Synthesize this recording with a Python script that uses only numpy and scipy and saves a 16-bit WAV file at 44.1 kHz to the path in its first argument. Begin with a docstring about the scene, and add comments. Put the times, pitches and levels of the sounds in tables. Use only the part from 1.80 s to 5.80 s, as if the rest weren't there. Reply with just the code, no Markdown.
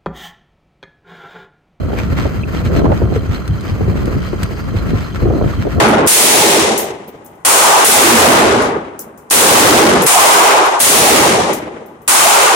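"""A miniature train ride over points in narrow track, outdoors. From the start the wheels hiss and ring,
flanges scrape and chirp, the car rumbles and knocks over joints, and air buffets the microphone. Near 1 s the
points shake the car hard. From about 1.8 s a buzz comes in spells; near 2.4 s clinking metal swells, then grit
gives its loudest crack. Near 3.5 s the car shakes and knocks over points again."""
import sys
import numpy as np
from scipy import signal
from scipy.fft import rfft, irfft
from scipy.io import wavfile
from scipy.ndimage import uniform_filter1d

SR = 44100
rng = np.random.default_rng(int(sys.argv[2]) if len(sys.argv) > 2 else 0)


def digitize_waveform(pressure):
    """Quantize a signal to 16-bit integers and store it at the path in sys.argv[1].

    Rows of a 2-D input are taken as channels; values are limited to [-1, 1].
    """
    field = np.atleast_2d(pressure).T
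    bounded = np.clip(field, -1, 1)
    quanta = np.round(bounded * 32767).astype(np.int16)
    wavfile.write(sys.argv[1], SR, quanta)


N = 176400
T = np.arange(N) / SR
BINS_HZ = np.arange(N // 2 + 1) * SR / N
SIDE_SIGN = np.array([[1], [-1]])  # left, right
GRAINS_PER_S = 2500

# Noise spectra. Each row: frequency in Hz, relative density in dB.
RUMBLE_SPECTRUM = [(22, -29), (35, -35), (50, -2), (72, 0.5), (110, -6), (160, -6.5), (220, -8),
                   (320, -17.5), (1200, -70)]
TICK_SPECTRUM = [(400, -18), (1500, 10), (4000, 4), (7000, 0.5), (9000, 7), (15000, -14)]
ROLL_SPECTRUM = [(100, 6.5), (400, 8.5), (800, 0), (1300, 1), (2100, -3.5), (2800, -9.5), (3600, -19.5),
                 (4800, -14.5), (5500, -21.5), (6500, -20), (8600, -22.5), (11000, -24), (15000, -28.5)]
SCRAPE_SPECTRUM = [(200, 24), (500, 13.5), (2100, 10), (2900, 3.5), (4800, -4), (5600, -4.5), (6500, -9),
                   (8500, -7), (10000, -30), (12500, -11.5), (15000, -26)]
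SHAKE_SPECTRUM = [(60, -61), (150, -2.5), (250, 0), (380, -0.5), (520, -7), (680, -7), (850, -23.5),
                  (1300, -19.5), (2500, -57), (6000, -84)]
# Stereo image of the noises. Each row: frequency in Hz, left-right correlation (clipped to +-1 in use).
STEREO_CORRELATION = [(90, 0.64), (160, -0.025), (250, -0.34), (430, 0.65), (530, 0.42), (850, -0.13),
                      (1350, 0.53), (1800, -0.24), (3400, -0.017), (4800, 0.62), (5600, -0.88),
                      (6300, 0.56), (8500, -0.57), (10500, -1.72), (12200, .95)]
# Balance of the body's thuds. Each row: frequency in Hz, left minus right in dB.
BODY_BALANCE = [(280, 1.4), (600, -1), (850, -6), (1800, 2.5)]
# Lurches and air buffets. Each row: peak time in seconds, level in dB.
THUMPS = [(0.04, -16), (.239, -17.5), (0.323, -14), (.462, -13.5), (.593, -18), (.856, -10), (.985, -18),
          (1.096, -13.5), (1.144, -17.5), (1.246, -7.5), (1.374, -13.5), (1.501, -10.5), (1.704, -11.5),
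          (1.746, -16), (1.932, -12), (2.03, -12), (2.094, -9.5), (2.361, -13.5), (2.637, -12.5),
          (2.965, -12.5), (3.152, -12), (3.434, -10.5), (3.676, -14.5), (3.793, -13)]
# Modes of loose metalwork, in Hz.
CLINK_MODES_HZ = [1048, 1164, 1300, 1406, 1920]
# Buzzing spells. Each row: peak time in seconds, length in seconds, level in dB.
RATTLES = [(1.876, .14, -46), (2.446, 0.16, -44.5), (2.75, 0.33, -48), (3.257, .25, -50)]
# Grit cracks. Each row: start in seconds, relative level in dB.
TICKS = [(0.849, -32), (1.677, -27.5), (1.808, -31.5), (2.256, -29.5), (2.631, -18)]
# Flange chirps. Each row: peak time in seconds, pitch in Hz, length in seconds, level in dB,
# resonator width in Hz.
CHIRPS = [(0.191, 2370, 0.038, -30.5, 400), (0.638, 2500, 0.013, -28, 300), (1.559, 4210, 0.021, -36, 160),
          (3.736, 1180, 0.0092, -26, 220)]
# Flange scrapes. Each row: peak time in seconds, length in seconds, relative level in dB.
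SCRAPES = [(0.192, 0.027, -32), (0.219, 0.12, -38), (0.382, 0.039, -30), (0.427, 0.09, -33),
           (0.769, 0.072, -33), (0.864, 0.033, -32.5), (0.976, 0.054, -30.5), (1.173, 0.021, -36),
           (1.357, 0.039, -35), (1.538, 0.062, -33), (1.89, 0.048, -36.5), (2.182, 0.07, -38.5),
           (2.452, 0.075, -37), (2.642, 0.053, -36), (2.977, 0.06, -37.5), (3.099, 0.045, -35.5),
           (3.2, 0.19, -38.5), (3.36, 0.028, -35.5), (3.704, 0.13, -38), (3.827, 0.04, -35),
           (3.918, 0.037, -38)]
# Wheel modes. Each row: frequency in Hz, width in Hz, mean level without scraping in dB.
WHEEL_MODES = [(1330, 80, -43.5), (3138, 93, -51), (4131, 36, -52), (6160, 140, -58.5), (8150, 70, -66)]
# Shaking of the car, strongest over points. Each row: time in seconds, relative level in dB.
SHAKE_CURVE = [(0, -29), (.28, -33), (.6, -36), (.88, -30.5), (.97, -16.5), (1.11, -18.5), (1.17, -31),
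               (1.34, -24.5), (1.42, -33.5), (1.82, -42), (2.08, -27.5), (2.4, -28.5), (2.47, -37.5),
               (3.03, -34), (3.14, -27.5), (3.29, -43.5), (3.48, -19.5), (3.595, -23), (3.645, -17),
               (3.73, -34.5), (3.92, -36.5), (4, -16)]
# Joint knocks. Each row: start in seconds, relative level in dB, initial pitch in Hz, ring share 0-1.
KNOCKS = [(0.1, -17, 500, 0.1), (.13, -10, 440, 0.27), (.453, -5, 394, 0), (0.898, -14, 400, .3),
          (0.922, -9.5, 233, 0.2), (.962, -10, 310, 0.8), (0.986, -10, 230, 0.8), (1.043, -2, 347, 0.2),
          (1.054, -8.5, 710, 0), (1.087, -8, 236, 0.6), (1.099, -8, 440, 0.23), (1.117, -4, 579, 0.33),
          (1.215, -6.5, 420, 0.52), (1.284, -8, 228, 0.9), (1.320, -8, 318, 0.24), (1.36, -6.5, 485, 1),
          (2.007, -6.5, 301, 0.2), (2.079, -11, 407, 1), (2.278, -8, 289, 0.3), (2.53, -8, 362, 0.49),
          (2.942, -10, 230, 0.3), (3.132, -6, 269, 0.43), (3.421, -10, 345, 0), (3.453, -5.5, 395, 0.43),
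          (3.5, -7.5, 433, 0.06), (3.525, -10, 387, 0.4), (3.55, -5.5, 347, 0.8), (3.612, -10, 472, 0.34),
          (3.85, -7, 320, 0.17), (3.867, -6, 377, .2)]


def from_db(db):
    """Decibels to gain."""
    return 10 ** (np.asarray(db) / 20)


def unit_rms(x):
    """Scale to unit power."""
    return x / np.sqrt(np.mean(x ** 2) + 1e-20)


def over_time(rows):
    """A control curve, per sample."""
    return np.interp(T, *np.transpose(rows))


def over_bins(rows):
    """A table per FFT bin, interpolated in log frequency."""
    hz, value = np.transpose(rows)
    return np.interp(np.log(BINS_HZ + 1), np.log(hz), value)


def drift(corner_hz):
    """Smooth random curve, unit RMS."""
    return unit_rms(irfft(rfft(rng.standard_normal(N)) / (1 + (BINS_HZ / corner_hz) ** 2), N))


def swell(peak_s, length_s, tail=1):
    """A rounded rise, and a fall `tail` times as long."""
    width_s = np.where(T < peak_s, length_s, length_s * tail)
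    return np.exp(-np.minimum((2 * (T - peak_s) / width_s) ** 2, 20))


def grains(per_s, spread_db, noise_gain):
    """Two trains of uneven random contacts over smooth noise."""
    hits = rng.random(N) < per_s / SR
    sizes = from_db(spread_db * np.minimum(rng.exponential(1, N), 4))
    contacts = unit_rms(hits * sizes * rng.standard_normal((2, N)))
    return contacts + noise_gain * rng.standard_normal((2, N))


def stereo(pair, side_gain):
    """Mid and side to left and right."""
    return pair[0] + side_gain * pair[1] * SIDE_SIGN


def coloured(pair, spectrum):
    """Two unrelated signals to stereo with a given spectrum, unit power."""
    mid, side = rfft(pair) * from_db(over_bins(spectrum))
    correlation = np.clip(over_bins(STEREO_CORRELATION), -1, 1)
    left_right = np.sqrt(1 + correlation) * mid + np.sqrt(1 - correlation) * side * SIDE_SIGN
    return unit_rms(irfft(left_right, N))


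def evened(x, share, samples):
    """Remove a share of a noise's level swings."""
    power = uniform_filter1d(uniform_filter1d(np.mean(x ** 2, axis=0), samples), samples)
    return unit_rms(x / (np.abs(power) + 1e-9) ** (share / 2))


def resonator(x, hz, width_hz):
    """One resonance, unit power."""
    radius = np.exp(-np.pi * width_hz / SR)
    feedback = [1, -2 * radius * np.cos(2 * np.pi * hz / SR), radius * radius]
    return unit_rms(signal.lfilter([1, 0, -1], feedback, x + 1e-18))


def rumble(mean_db=-19, shake_share=0.43):
    """Low noise of the car's body and the air on the microphone, growing with the shaking."""
    shake_db = over_time(SHAKE_CURVE)
    noise = evened(coloured(rng.standard_normal((2, N)), RUMBLE_SPECTRUM), share=0.99, samples=1300)
    return noise * from_db(mean_db + shake_share * (shake_db - shake_db.mean()) + 1.5 * drift(9))


def thumps(hz=99.8, length_s=0.038):
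    """Each lurch or air buffet is a few uneven low swings, slightly different left and right."""
    wobble_rad = drift(45) + 0.43 * drift(51) * SIDE_SIGN
    envelope = sum(from_db(db) * swell(peak_s, length_s, tail=0.97) for peak_s, db in THUMPS)
    return np.sqrt(2) * envelope * np.sin(2 * np.pi * hz * T + wobble_rad)


def clinks(per_s=60, base_db=-45.5, crossing_db=3.5):
    """Loose metal touches, loudest on the crossing; each touch rings the modes in its own mix."""
    touches = rng.random(N) < per_s / SR
    modes = sum(resonator(touches * rng.uniform(-1.18, 1, (2, N)), hz, width_hz=26) / hz
                for hz in CLINK_MODES_HZ)
    crossing = swell(peak_s=2.42, length_s=0.64, tail=2.8)
    return unit_rms(stereo(modes, 0.6)) * from_db(base_db + crossing_db * crossing)


def rattle(per_s=100, modes_hz=(3060, 4850, 4650)):
    """A buzz: quick, uneven taps on bright resonances."""
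    tap_count = np.floor(np.cumsum(per_s * (1 + 0.59 * drift(60))) / SR)
    taps = np.diff(tap_count, prepend=0)
    buzz = sum(resonator(taps * from_db(2 * rng.standard_normal(N)), hz, width_hz=220) for hz in modes_hz)
    spells = sum(from_db(db) * swell(peak_s, length_s) for peak_s, length_s, db in RATTLES)
    return unit_rms(buzz) * spells


def grit_ticks(rise_s=0.00087, decay_s=0.0044, tail_s=0.0069, tail_db=-16):
    """Grit cracks under a wheel: a sharp burst with a short tail."""
    envelope = 0
    for start_s, db in TICKS:
        age_s = np.clip(T - start_s, 0, 0.2)
        fall = np.exp(-age_s / decay_s) + from_db(tail_db) * np.exp(-age_s / tail_s)
        envelope += from_db(db + 0.5) * np.minimum(age_s / rise_s, 1) * fall
    return envelope * coloured(rng.standard_normal((2, N)), TICK_SPECTRUM)


def flange_chirps():
    """A flange sticks and slips, exciting a resonance: narrow sings, wide grates."""
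    out = 0
    for peak_s, hz, length_s, db, width_hz in CHIRPS:
        band = resonator(rng.standard_normal((2, N)), hz, width_hz)
        tone = stereo(resonator(band, hz, width_hz), 0.5)
        out += evened(tone, share=1, samples=300) * swell(peak_s, length_s) * from_db(db)
    return out


def wheels(roll_db=-31, ring_doubling_db=-38):
    """Steady rolling hiss, gritty flange scrapes, and wheel modes that ring louder in a scrape."""
    rub = np.sqrt(sum((from_db(db) * swell(peak_s, length_s, tail=1.19)) ** 2
                      for peak_s, length_s, db in SCRAPES))
    roll = coloured(grains(GRAINS_PER_S, spread_db=1.5, noise_gain=1), ROLL_SPECTRUM)
    roll *= from_db(roll_db + 2.93 * drift(15.4))
    scrape = coloured(grains(GRAINS_PER_S, spread_db=5, noise_gain=0.8), SCRAPE_SPECTRUM)
    scrape *= rub * from_db(11.5 + 1.35 * drift(64))
    ring = 0
    for hz, width_hz, db in WHEEL_MODES:
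        grit = grains(GRAINS_PER_S / 10, spread_db=3, noise_gain=0.34)
        mode = unit_rms(stereo(resonator(grit, hz, width_hz), 0.75))
        ring += mode * from_db(db + 1.5 * drift(11))
    ring *= np.hypot(1, rub / from_db(ring_doubling_db))  # twice the power at this rub level
    return roll + scrape + ring


def shaking(jolts_per_s=260):
    """Dense small jolts set the car's body thudding."""
    jolts = coloured(grains(jolts_per_s, spread_db=4, noise_gain=0.37), SHAKE_SPECTRUM)
    return evened(jolts, share=1, samples=900) * from_db(over_time(SHAKE_CURVE) + 3)


def joint_knocks(attack_s=0.0018, decay_s=0.011, sag_per_s=10.86, band_ratio=1.427, samples=6000):
    """Each rail joint gives a heavily damped ring that sags in pitch, inside a noise burst."""
    out = np.zeros((2, N + SR))
    age_s = np.arange(samples) / SR
    envelope = np.minimum(age_s / attack_s, 1) * np.exp(-np.maximum(age_s - attack_s, 0) / decay_s)
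    for start_s, db, hz, ring_share in KNOCKS:
        band = signal.butter(2, [hz / band_ratio, hz * band_ratio], "band", fs=SR, output="sos")
        noise = signal.sosfilt(band, rng.standard_normal((2, 2 * samples)))[:, samples:]
        burst = evened(stereo(noise, 0.84), share=0.27, samples=300)
        phase_rad = 2 * np.pi * np.cumsum(hz * np.exp(-sag_per_s * age_s)) / SR
        ring = np.sqrt(2) * np.sin(phase_rad + rng.normal(0, 0.35, (2, 1)))
        knock = np.sqrt(1 - ring_share) * burst + np.sqrt(ring_share) * ring
        start = int(start_s * SR)
        out[:, start:start + samples] += knock * envelope * from_db(db - 3.5)
    return out[:, :N]


def scene():
    """Everything heard from the car; the body's thuds lean right around 850 Hz."""
    balance = from_db(over_bins(BODY_BALANCE) * SIDE_SIGN / 2)
    body = irfft(rfft(shaking() + joint_knocks()) * balance, N)
    return rumble() + thumps() + body + wheels() + flange_chirps() + grit_ticks() + rattle() + clinks()


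def record(dry, highpass_hz=30, ceiling=0.95, lowpass_hz=15500):
    """Cut the deepest bass, round the highest peaks, cut the top."""
    highpassed = signal.sosfilt(signal.butter(2, highpass_hz, "high", fs=SR, output="sos"), dry)
    rounded = highpassed / (1 + (highpassed / ceiling) ** 6) ** (1 / 6)
    return signal.sosfilt(signal.ellip(10, 0.1, 80, lowpass_hz, fs=SR, output="sos"), rounded)


dry = scene()
out = record(dry)
digitize_waveform(out)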